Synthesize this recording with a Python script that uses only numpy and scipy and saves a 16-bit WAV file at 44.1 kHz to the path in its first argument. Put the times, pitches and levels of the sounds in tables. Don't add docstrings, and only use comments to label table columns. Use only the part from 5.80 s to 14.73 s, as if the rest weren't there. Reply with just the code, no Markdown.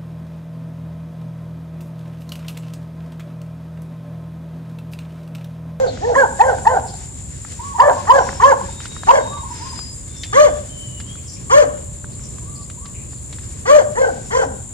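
import sys
import numpy as np
from scipy import signal
from scipy.fft import rfft, irfft
from scipy.io import wavfile
from scipy.ndimage import uniform_filter1d, minimum_filter1d, map_coordinates

SR = 44100
rng = np.random.default_rng(int(sys.argv[2]) if len(sys.argv) > 2 else 0)


def wrap_up_sound(samples):
    columns = np.atleast_2d(samples).T
    tamed = np.clip(columns, -1, 1)
    steps = np.round(tamed * 32767).astype(np.int16)
    wavfile.write(sys.argv[1], SR, steps)


N = 393809
TIME = np.arange(N) / SR
FREQS = np.maximum(np.fft.rfftfreq(N, 1 / SR), 1)
SIDES = np.array([[1], [-1]])

# (frequency [Hz], density [dB per Hz])
AIR_SPECTRUM = [(12, -39), (20, -76), (40, -7), (70, 0), (124, -3.5), (150, -7.5), (370, -21.5),
                (407, -22.5), (595, -23.5), (736, -32), (1130, -28.5), (1330, -39), (3060, -42.5),
                (4160, -39.5), (5800, -52), (7540, -42), (12800, -120)]
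# (frequency [Hz], density [dB per Hz])
CHORUS_SPECTRUM = [(4500, -52), (6000, -25.5), (6600, -12.5), (6950, -2.5), (7200, 1.5), (7450, 0),
                   (7800, -9.5), (8600, -9.5), (9100, -1), (9700, -41.5), (10700, -15), (12000, -42.5),
                   (14300, -31.5), (15800, -35)]
# (time [s], level [dB])
RUSTLE_LEVEL = [(0.0, -43), (0.17, -44.5), (0.87, -47), (1.49, -53), (2.49, -41), (2.71, -49), (4.0, -45.5),
                (4.15, -51.5), (5.25, -52), (6.42, -57), (8.43, -50.5), (8.93, -59)]
# (frequency [Hz], density [dB per Hz])
RUSTLE_SPECTRUM = [(300, 7), (900, -5.5), (1600, 1.5), (3000, -4), (5000, -1.5), (7000, 0.5), (12000, -60)]
# (frequency [Hz], left-right likeness [0-1])
STEREO_LIKENESS = [(60, 0.9), (110, 1), (200, 0.69), (400, 0.7), (700, 0.24), (1200, 0.54), (2000, 0.97),
                   (3500, .15), (5500, 0.115), (7000, 0.49), (7700, 1), (15000, 1)]
# (frequency [Hz], phase [rad])
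LEFT_LEAD = [(60, -0.5), (130, -0.02), (200, -0.9), (400, -0.9), (700, -4), (1200, -4), (2000, -5),
             (5500, -5.5), (7000, -5.5), (7300, -6.5), (8700, -7.5), (10700, -17), (14300, -11.5)]
# (frequency [Hz], left minus right [dB])
STEREO_TILT = [(60, 0), (130, -2), (290, -1), (640, 1.5), (1410, -1.5), (3100, 4.5), (6820, 4.5),
               (15000, -4.5)]
# (frequency [Hz], time to fall 60 dB [s])
YARD_DECAY = [(300, 0.5), (600, 0.86), (1700, 0.79), (4000, 1), (10000, 0.25)]
# (delay [s], left [dB], right [dB])
WALL_ECHOES = [(.052, -16, -20), (.088, -16.5, -16.5), (.118, -25, -28), (.167, -23.5, -26)]
# (time [s], knock level [dB], snap level [dB])
CLEAR_TICKS = [(.174, -31, -35), (.784, -36, -34), (1.649, -28.5, -60), (2.488, -12, -45),
               (2.529, -26.5, -51), (3.003, -30, -26), (3.055, -26.5, -22.5), (3.164, -25.5, -43),
               (3.234, -20.5, -33), (3.99, -31, -29.5), (4.434, -62, -14), (4.457, -42, -29),
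               (5.201, -32.5, -25), (6.243, -31.5, -41), (6.899, -39, -31.5), (7.527, -35, -26.5)]
# (frequency [Hz], level [dB])
KNOCK_SPECTRUM = [(200, -7.5), (600, 8.5), (1000, 12), (1400, 15.5), (2000, 8), (3000, -44), (6000, -83)]
# (frequency [Hz], level [dB])
SNAP_SPECTRUM = [(800, -23), (2000, 8), (4000, 8.5), (7000, -3.5), (10000, -22), (15000, -24)]
# (start [s], length [s], pitch [Hz], sweep [Hz], level [dB])
CHIRP_NOTES = [(0.062, 0.036, 4550, -500, -37), (0.089, 0.077, 4075, -500, -40),
               (1.064, 0.051, 5140, -500, -46), (1.125, 0.045, 3950, 1100, -45),
               (4.362, 0.08, 5540, 395, -47), (5.363, 0.04, 2520, -100, -52),
               (5.466, 0.086, 5880, -600, -44.5), (5.56, 0.028, 2490, 0, -45),
               (6.298, 0.066, 4460, 188, -57), (6.4, .07, 5970, -400, -46.5), (6.75, 0.11, 4570, 294, -52),
               (7.134, .13, 2540, -100, -52.5), (7.296, 0.094, 4680, -400, -53.5),
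               (8.42, 0.23, 6030, -300, -48)]
# (start [s], length [s], pitch [Hz], glide [Hz], level [dB])
SONG_NOTES = [(2.34, 0.27, 5880, -650, -45.5), (2.86, 0.48, 3645, 220, -47.5), (3.38, 0.25, 3760, 30, -46),
              (3.68, .26, 5220, -300, -44.5), (3.88, 0.27, 4980, 6.5, -41.5), (4.28, .5, 3585, -120, -48.5),
              (4.88, .39, 3118, -220, -49), (5.25, .12, 3080, 357, -47)]
# (start [s], length [s], top pitch [Hz], level [dB])
WHINE_NOTES = [(1.789, .15, 1131, -35), (1.935, .08, 1040, -31.5), (2.113, 0.11, 1080, -33),
               (3.471, 0.111, 1170, -35.5), (3.564, 0.057, 1110, -37), (3.627, 0.045, 1084, -36),
               (3.688, 0.047, 970, -41), (3.793, .145, 1062, -38), (6.622, 0.21, 1189, -51.5),
               (6.969, 0.13, 1150, -51)]
# (start [s], top [s], end [s], top pitch [Hz], throat [dB], mouth [Hz], mouth at opening [dB],
#         mouth at closing [dB], muzzle [dB], rasp [dB], relative roughness [0-1], left lead [rad])
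BARK_ROWS = [(-.059, 0.022, .09, 528.3, -13.5, 810, -14, -12.5, -33, -42.5, 0.14, 2.02),
             (0.209, 0.297, .347, 492, -17, 815, -17, -10.5, -30.5, -58, 0.2, 1.93),
             (0.341, 0.388, .459, 554.8, -9.5, 1022, -7, -4.5, -10, -37, 0.13, 1.47),
             (.587, 0.671, .744, 528.4, -17, 843, 1, -8.5, -16, -42, 0.21, 1.4),
             (0.847, 0.921, .986, 517, -22, 873, -0.5, -5, -16, -47, 0.21, 1.14),
             (1.979, 2.07, 2.122, 587.6, -13, 953, 3, 1, -15.5, -41, 0.37, 1.39),
             (2.269, 2.362, 2.42, 558.2, -12.5, 982, 2.5, -2.5, -18, -39.5, 0.24, 1.5),
             (2.598, 2.695, 2.738, 565.2, -9, 1030, 2.5, -3, -17, -31.5, 0.1, 1.56),
             (3.265, 3.356, 3.415, 565.2, -14.5, 950, 0.5, -26.5, -26.5, -32.5, 0.62, 2.05),
             (4.525, 4.625, 4.69, 605.3, -3, 1160, -8.5, -27, -16.5, -27, 0.09, 2.2),
             (5.696, 5.788, 5.845, 594.3, -3.5, 1057, -4.5, -24, -25, -25.5, 0.1, 2.39),
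             (7.853, 7.955, 8.02, 604.6, -3.5, 1120, -11.5, -24, -30, -27.5, 0.18, 2.16),
             (8.149, 8.222, 8.305, 532, -12.5, 920, -14.5, -15.5, -20, -39.5, 0.23, 2.19),
             (8.502, 8.585, 8.65, 526.5, -15, 994, -14, -13.5, -21, -33.5, 0.39, 2.23)]
# (frequency [Hz], level [dB])
RASP_SPECTRUM = [(300, -7.5), (900, 5), (1400, 13), (2080, 7), (2600, -6), (3200, 2), (3700, -13.5),
                 (4400, -4), (5400, -9.5), (6500, 1.5), (8500, -15), (10000, -20), (15000, -23)]
# (time [s], left minus right [dB])
BARK_BALANCE = [(0, -1), (8.9, 2)]


def from_db(db):
    return 10 ** (np.asarray(db) / 20)


def rms_one(x):
    return x / np.sqrt(np.mean(x ** 2) + 1e-20)


def in_time(rows, t_s=TIME):
    times_s, values = np.transpose(rows)
    return np.interp(t_s, times_s, values)


def at_hz(points, hz):
    points_hz, values = np.transpose(points)
    return np.interp(np.log(hz), np.log(points_hz), values)


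def coloured(x, spectrum):
    hz = np.maximum(np.fft.rfftfreq(x.shape[-1], 1 / SR), 1)
    return irfft(rfft(x) * from_db(at_hz(spectrum, hz)), x.shape[-1])


def wander(t, rate_hz):
    knots = rng.standard_normal(4096)
    return map_coordinates(knots, [(t - t[0]) * rate_hz], order=3, mode="wrap")


def complex_wander(t, rate_hz, imag_rate_hz):
    return wander(t, rate_hz) + 1j * wander(t, imag_rate_hz)


def add(out, sound, start_s):
    i = round(start_s * SR)
    lo, hi = max(i, 0), min(i + sound.shape[-1], N)
    out[..., lo:hi] += sound[..., lo - i:hi - i]


def field(spectrum):
    mid, side = rfft(rng.standard_normal((2, N)))
    alike = np.clip(at_hz(STEREO_LIKENESS, FREQS), 0, 1)
    balance = from_db(.5 * SIDES * at_hz(STEREO_TILT, FREQS))
    lead = np.exp(.5j * SIDES * at_hz(LEFT_LEAD, FREQS))
    pair = np.sqrt(1 + alike) * mid + SIDES * np.sqrt(1 - alike) * side
    return rms_one(irfft(pair * balance * lead * from_db(at_hz(spectrum, FREQS)), N))


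def yard(x, near_db, far_db, near_t60_s=.13):
    t = np.arange(SR) / SR
    tail_noise, near_noise = rng.standard_normal((2, 2, SR))
    tail = 0
    edges_hz = np.geomspace(150, 15000, 8)
    for low_hz, high_hz in zip(edges_hz, edges_hz[1:]):
        sos = signal.butter(2, [low_hz, high_hz], "band", fs=SR, output="sos")
        t60_s = at_hz(YARD_DECAY, np.sqrt(low_hz * high_hz))
        tail = tail + signal.sosfilt(sos, tail_noise) * from_db(-60 * t / t60_s)
    tail = tail * np.clip(t / .0057, 0, 1)
    near = near_noise * from_db(-60 * t / near_t60_s) * (t > .004)
    echo = (from_db(near_db) * rms_one(near) + from_db(far_db) * rms_one(tail)) / np.sqrt(SR)
    return x + signal.fftconvolve(x, echo, axes=1)[:, :N]


def walls(x):
    out = x.copy()
    dull = signal.sosfilt(signal.butter(2, 1390, fs=SR, output="sos"), x)
    for delay_s, left_db, right_db in WALL_ECHOES:
        add(out, dull * from_db([[left_db], [right_db]]), delay_s)
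    return out


def resonance(hz, centre_hz, width_hz):
    return 1 / (1 + ((hz - centre_hz) / width_hz) ** 2)


def glides(rows, swell_db):
    notes = []
    for start_s, length_s, hz, glide_hz, db in rows:
        along = np.linspace(0, 1, round(length_s * SR))
        notes.append((start_s, hz + glide_hz * along, db - swell_db * (2 * along - 1) ** 2))
    return notes


def tones(notes, overtone_db, waver, waver_rate_hz, flutter_db, edge_s):
    out = np.zeros(N)
    for start_s, hz, db in notes:
        t = np.arange(len(hz)) / SR
        phase = 2 * np.pi * np.cumsum(hz * (1 + waver * wander(t, waver_rate_hz))) / SR
        gate = np.clip(np.minimum(t, t[-1] - t) / edge_s, 0, 1)
        overtones = np.sin(2 * phase) + .5 * np.sin(3 * phase)
        wave = np.sin(phase) + from_db(overtone_db) * overtones
        level = from_db(db + flutter_db * wander(t, 55.8))
        add(out, np.sqrt(2) * gate * level * wave, start_s)
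    return out


def rumble():
    return from_db(-33 + wander(TIME, 7.3)) * field(AIR_SPECTRUM)


def rustle():
    swell_db = 2.25 * wander(TIME, 25) + 1.8 * wander(TIME, 4.1)
    return from_db(in_time(RUSTLE_LEVEL) + 3.5 + swell_db) * field(RUSTLE_SPECTRUM)


def insects():
    faint_db, full_db = -49.5, -36.5
    rise_at_s, rise_over_s = .32, .054
    stroke_hz = 58.7 * (1 + .0302 * wander(TIME, 14))
    strokes = np.sin(2 * np.pi * np.cumsum(stroke_hz) / SR)
    db = np.interp(TIME, [rise_at_s, rise_at_s + rise_over_s], [faint_db, full_db])
    db = db + wander(TIME, 30)
    return from_db(db) * (1 + .16 * strokes) * field(CHORUS_SPECTRUM)


def ticks():
    count, attack_s = 14, .0006
    out, t = np.zeros((2, N)), np.arange(4096) / SR
    faint_s = rng.uniform(1.6, 7.9, count)
    faint_db = [-38, -37] + 3 * rng.standard_normal((count, 2))
    for start_s, knock_db, snap_db in [*CLEAR_TICKS, *np.column_stack([faint_s, faint_db])]:
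        parts = ((KNOCK_SPECTRUM, knock_db + 3, .016), (SNAP_SPECTRUM, snap_db - 9, .064))
        for spectrum, level_db, t60_s in parts:
            noise = rng.standard_normal(len(t)) + .5 * rng.standard_normal((2, len(t)))
            envelope = np.minimum(t / attack_s, 1) * from_db(level_db - 60 * t / t60_s)
            add(out, envelope * rms_one(coloured(noise, spectrum)), start_s)
    return out


def chirps():
    return from_db(-2.5) * tones(glides(CHIRP_NOTES, swell_db=0), overtone_db=-48, waver=.094,
                                 waver_rate_hz=700, flutter_db=4, edge_s=.0059)


def song():
    return tones(glides(SONG_NOTES, swell_db=6), overtone_db=-45, waver=.0097,
                 waver_rate_hz=370, flutter_db=1.5, edge_s=.023)


def whines():
    scoop, sag_per_s, drop = .2, .3, .14
    rise_s, fall_s = .062, .012
    notes = []
    for start_s, length_s, top_hz, db in WHINE_NOTES:
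        t = np.arange(0, length_s, 1 / SR)
        rising = np.clip(1 - t / min(rise_s, length_s / 2), 0, 1)
        falling = np.clip(1 - (length_s - t) / fall_s, 0, 1)
        sag = sag_per_s * np.maximum(t - rise_s, 0)
        hz = top_hz * (1 - scoop * rising - sag - drop * falling)
        flare_db = 10.5 * resonance(hz, centre_hz=945, width_hz=37)
        fade_db = 8 * (rising + falling)
        notes.append((start_s, hz, db + flare_db - fade_db))
    return tones(notes, overtone_db=-31.5, waver=.0082, waver_rate_hz=62, flutter_db=1, edge_s=.00604)


def bark_rasp(t, phase, arc, rasp_db):
    buzz = 0
    for k in range(2, 18):
        jittered = k * phase + rng.uniform(0, 2 * np.pi) + .65 * wander(t, 250)
        buzz = buzz + (1 + .92 * wander(t, 121)) * np.cos(jittered)
    air = rng.standard_normal(len(t)) * (1 + 2.4 * np.cos(phase))
    rasp = rms_one(coloured(buzz, RASP_SPECTRUM)) + .48 * rms_one(coloured(air, RASP_SPECTRUM))
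    level_db = rasp_db + 5.5 - 3.5 * arc - 2 * arc ** 2 + .9 * wander(t, 140)
    return rms_one(rasp) * from_db(level_db)


def bark(row):
    (start_s, top_s, end_s, top_hz, throat_db, open_hz, open_db, close_db,
     muzzle_db, rasp_db, rough, lead_rad) = row
    close_hz = .858 * open_hz
    t = np.arange(round(start_s * SR), round((end_s + .012) * SR)) / SR
    arc = np.where(t < top_s, (t - top_s) / (top_s - start_s), (t - top_s) / (end_s - top_s))
    closing = np.clip(.5 + arc, 0, 1)
    pitch_hz = top_hz * np.maximum(1 - .42 * np.abs(arc) ** 2.4, .3)
    rough = rough * (1.44 + .98 * closing)
    phase = 2 * np.pi * np.cumsum(pitch_hz * (1 + .03 * rough * wander(t, 348.5))) / SR
    effort = from_db(-11 * arc ** 4) * np.minimum((t - t[0]) / .009, 1)

    mouth_hz = open_hz + closing * (close_hz - open_hz)
    mouth_db = open_db + closing * (close_db - open_db)
    muzzle_hz = 1670 - 280 * (closing - .5)
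    lag = np.clip((open_db - throat_db + 3) / 18, .2, 1.3)
    throat = from_db(throat_db + 13 * np.minimum(arc + .068, 0) * lag)

    def tract(hz):
        gain = throat * resonance(hz, top_hz + 15, width_hz=97.5)
        gain = gain + from_db(mouth_db) * resonance(hz, mouth_hz, width_hz=64.6)
        gain = gain + from_db(muzzle_db) * resonance(hz, muzzle_hz, width_hz=47)
        return gain / (1 + (hz / 2300) ** 12)

    voice = 0
    for k in range(1, 6):
        flutter = 1 + .69 * rough * complex_wander(t, 163.3, 160.6)
        voice = voice + tract(k * pitch_hz) * flutter * np.exp(1j * k * phase)
        between = complex_wander(t, 368.8, 367.9) * np.exp(1j * (k + .5) * phase)
        growl = .65 * rough * effort * np.minimum(tract((k + .5) * pitch_hz), .3)
        voice = voice + growl * between
    half_pitch = complex_wander(t, 201.2, 199) * np.exp(.5j * phase)
    voice = voice + from_db(throat_db - 32) * half_pitch
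    voice = voice + signal.hilbert(bark_rasp(t, phase, arc, rasp_db))
    ragged = from_db(2.4 * np.sqrt(rough) * wander(t, 110.7))
    balance = from_db(.5 * in_time(BARK_BALANCE, top_s) * SIDES)
    return np.real(effort * ragged * voice * np.exp(.5j * lead_rad * SIDES)) * balance, t[0]


def dog():
    out = np.zeros((2, N))
    for row in BARK_ROWS:
        add(out, *bark(row))
    grunt_rows = [(end_s, .13, 291.6, -130, -43.5) for _, _, end_s, *_ in BARK_ROWS]
    return out + tones(glides(grunt_rows, swell_db=1), overtone_db=-6.5, waver=.08,
                       waver_rate_hz=150, flutter_db=4, edge_s=.0075)


def scene():
    background = rumble() + rustle() + insects()
    birds = (song() + chirps()) * from_db([[-1], [-3]])
    far = yard(whines() * from_db(-2) + birds, near_db=2, far_db=-5)
    barks = from_db(2) * yard(walls(dog()), near_db=-10, far_db=-21.5, near_t60_s=.16)
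    return background + ticks() + far + barks


def record(dry):
    ceiling, hold, stop_hz = 1.4, round(.005 * SR), 16600
    needed = np.minimum(1, ceiling / (np.abs(dry).max(axis=0) + 1e-9))
    gain = uniform_filter1d(minimum_filter1d(needed, size=hold), size=hold)
    low_pass = signal.cheby2(12, 70, stop_hz, fs=SR, output="sos")
    return signal.sosfilt(low_pass, np.clip(dry * gain, -1, 1))


dry = scene()
out = record(dry)
wrap_up_sound(out)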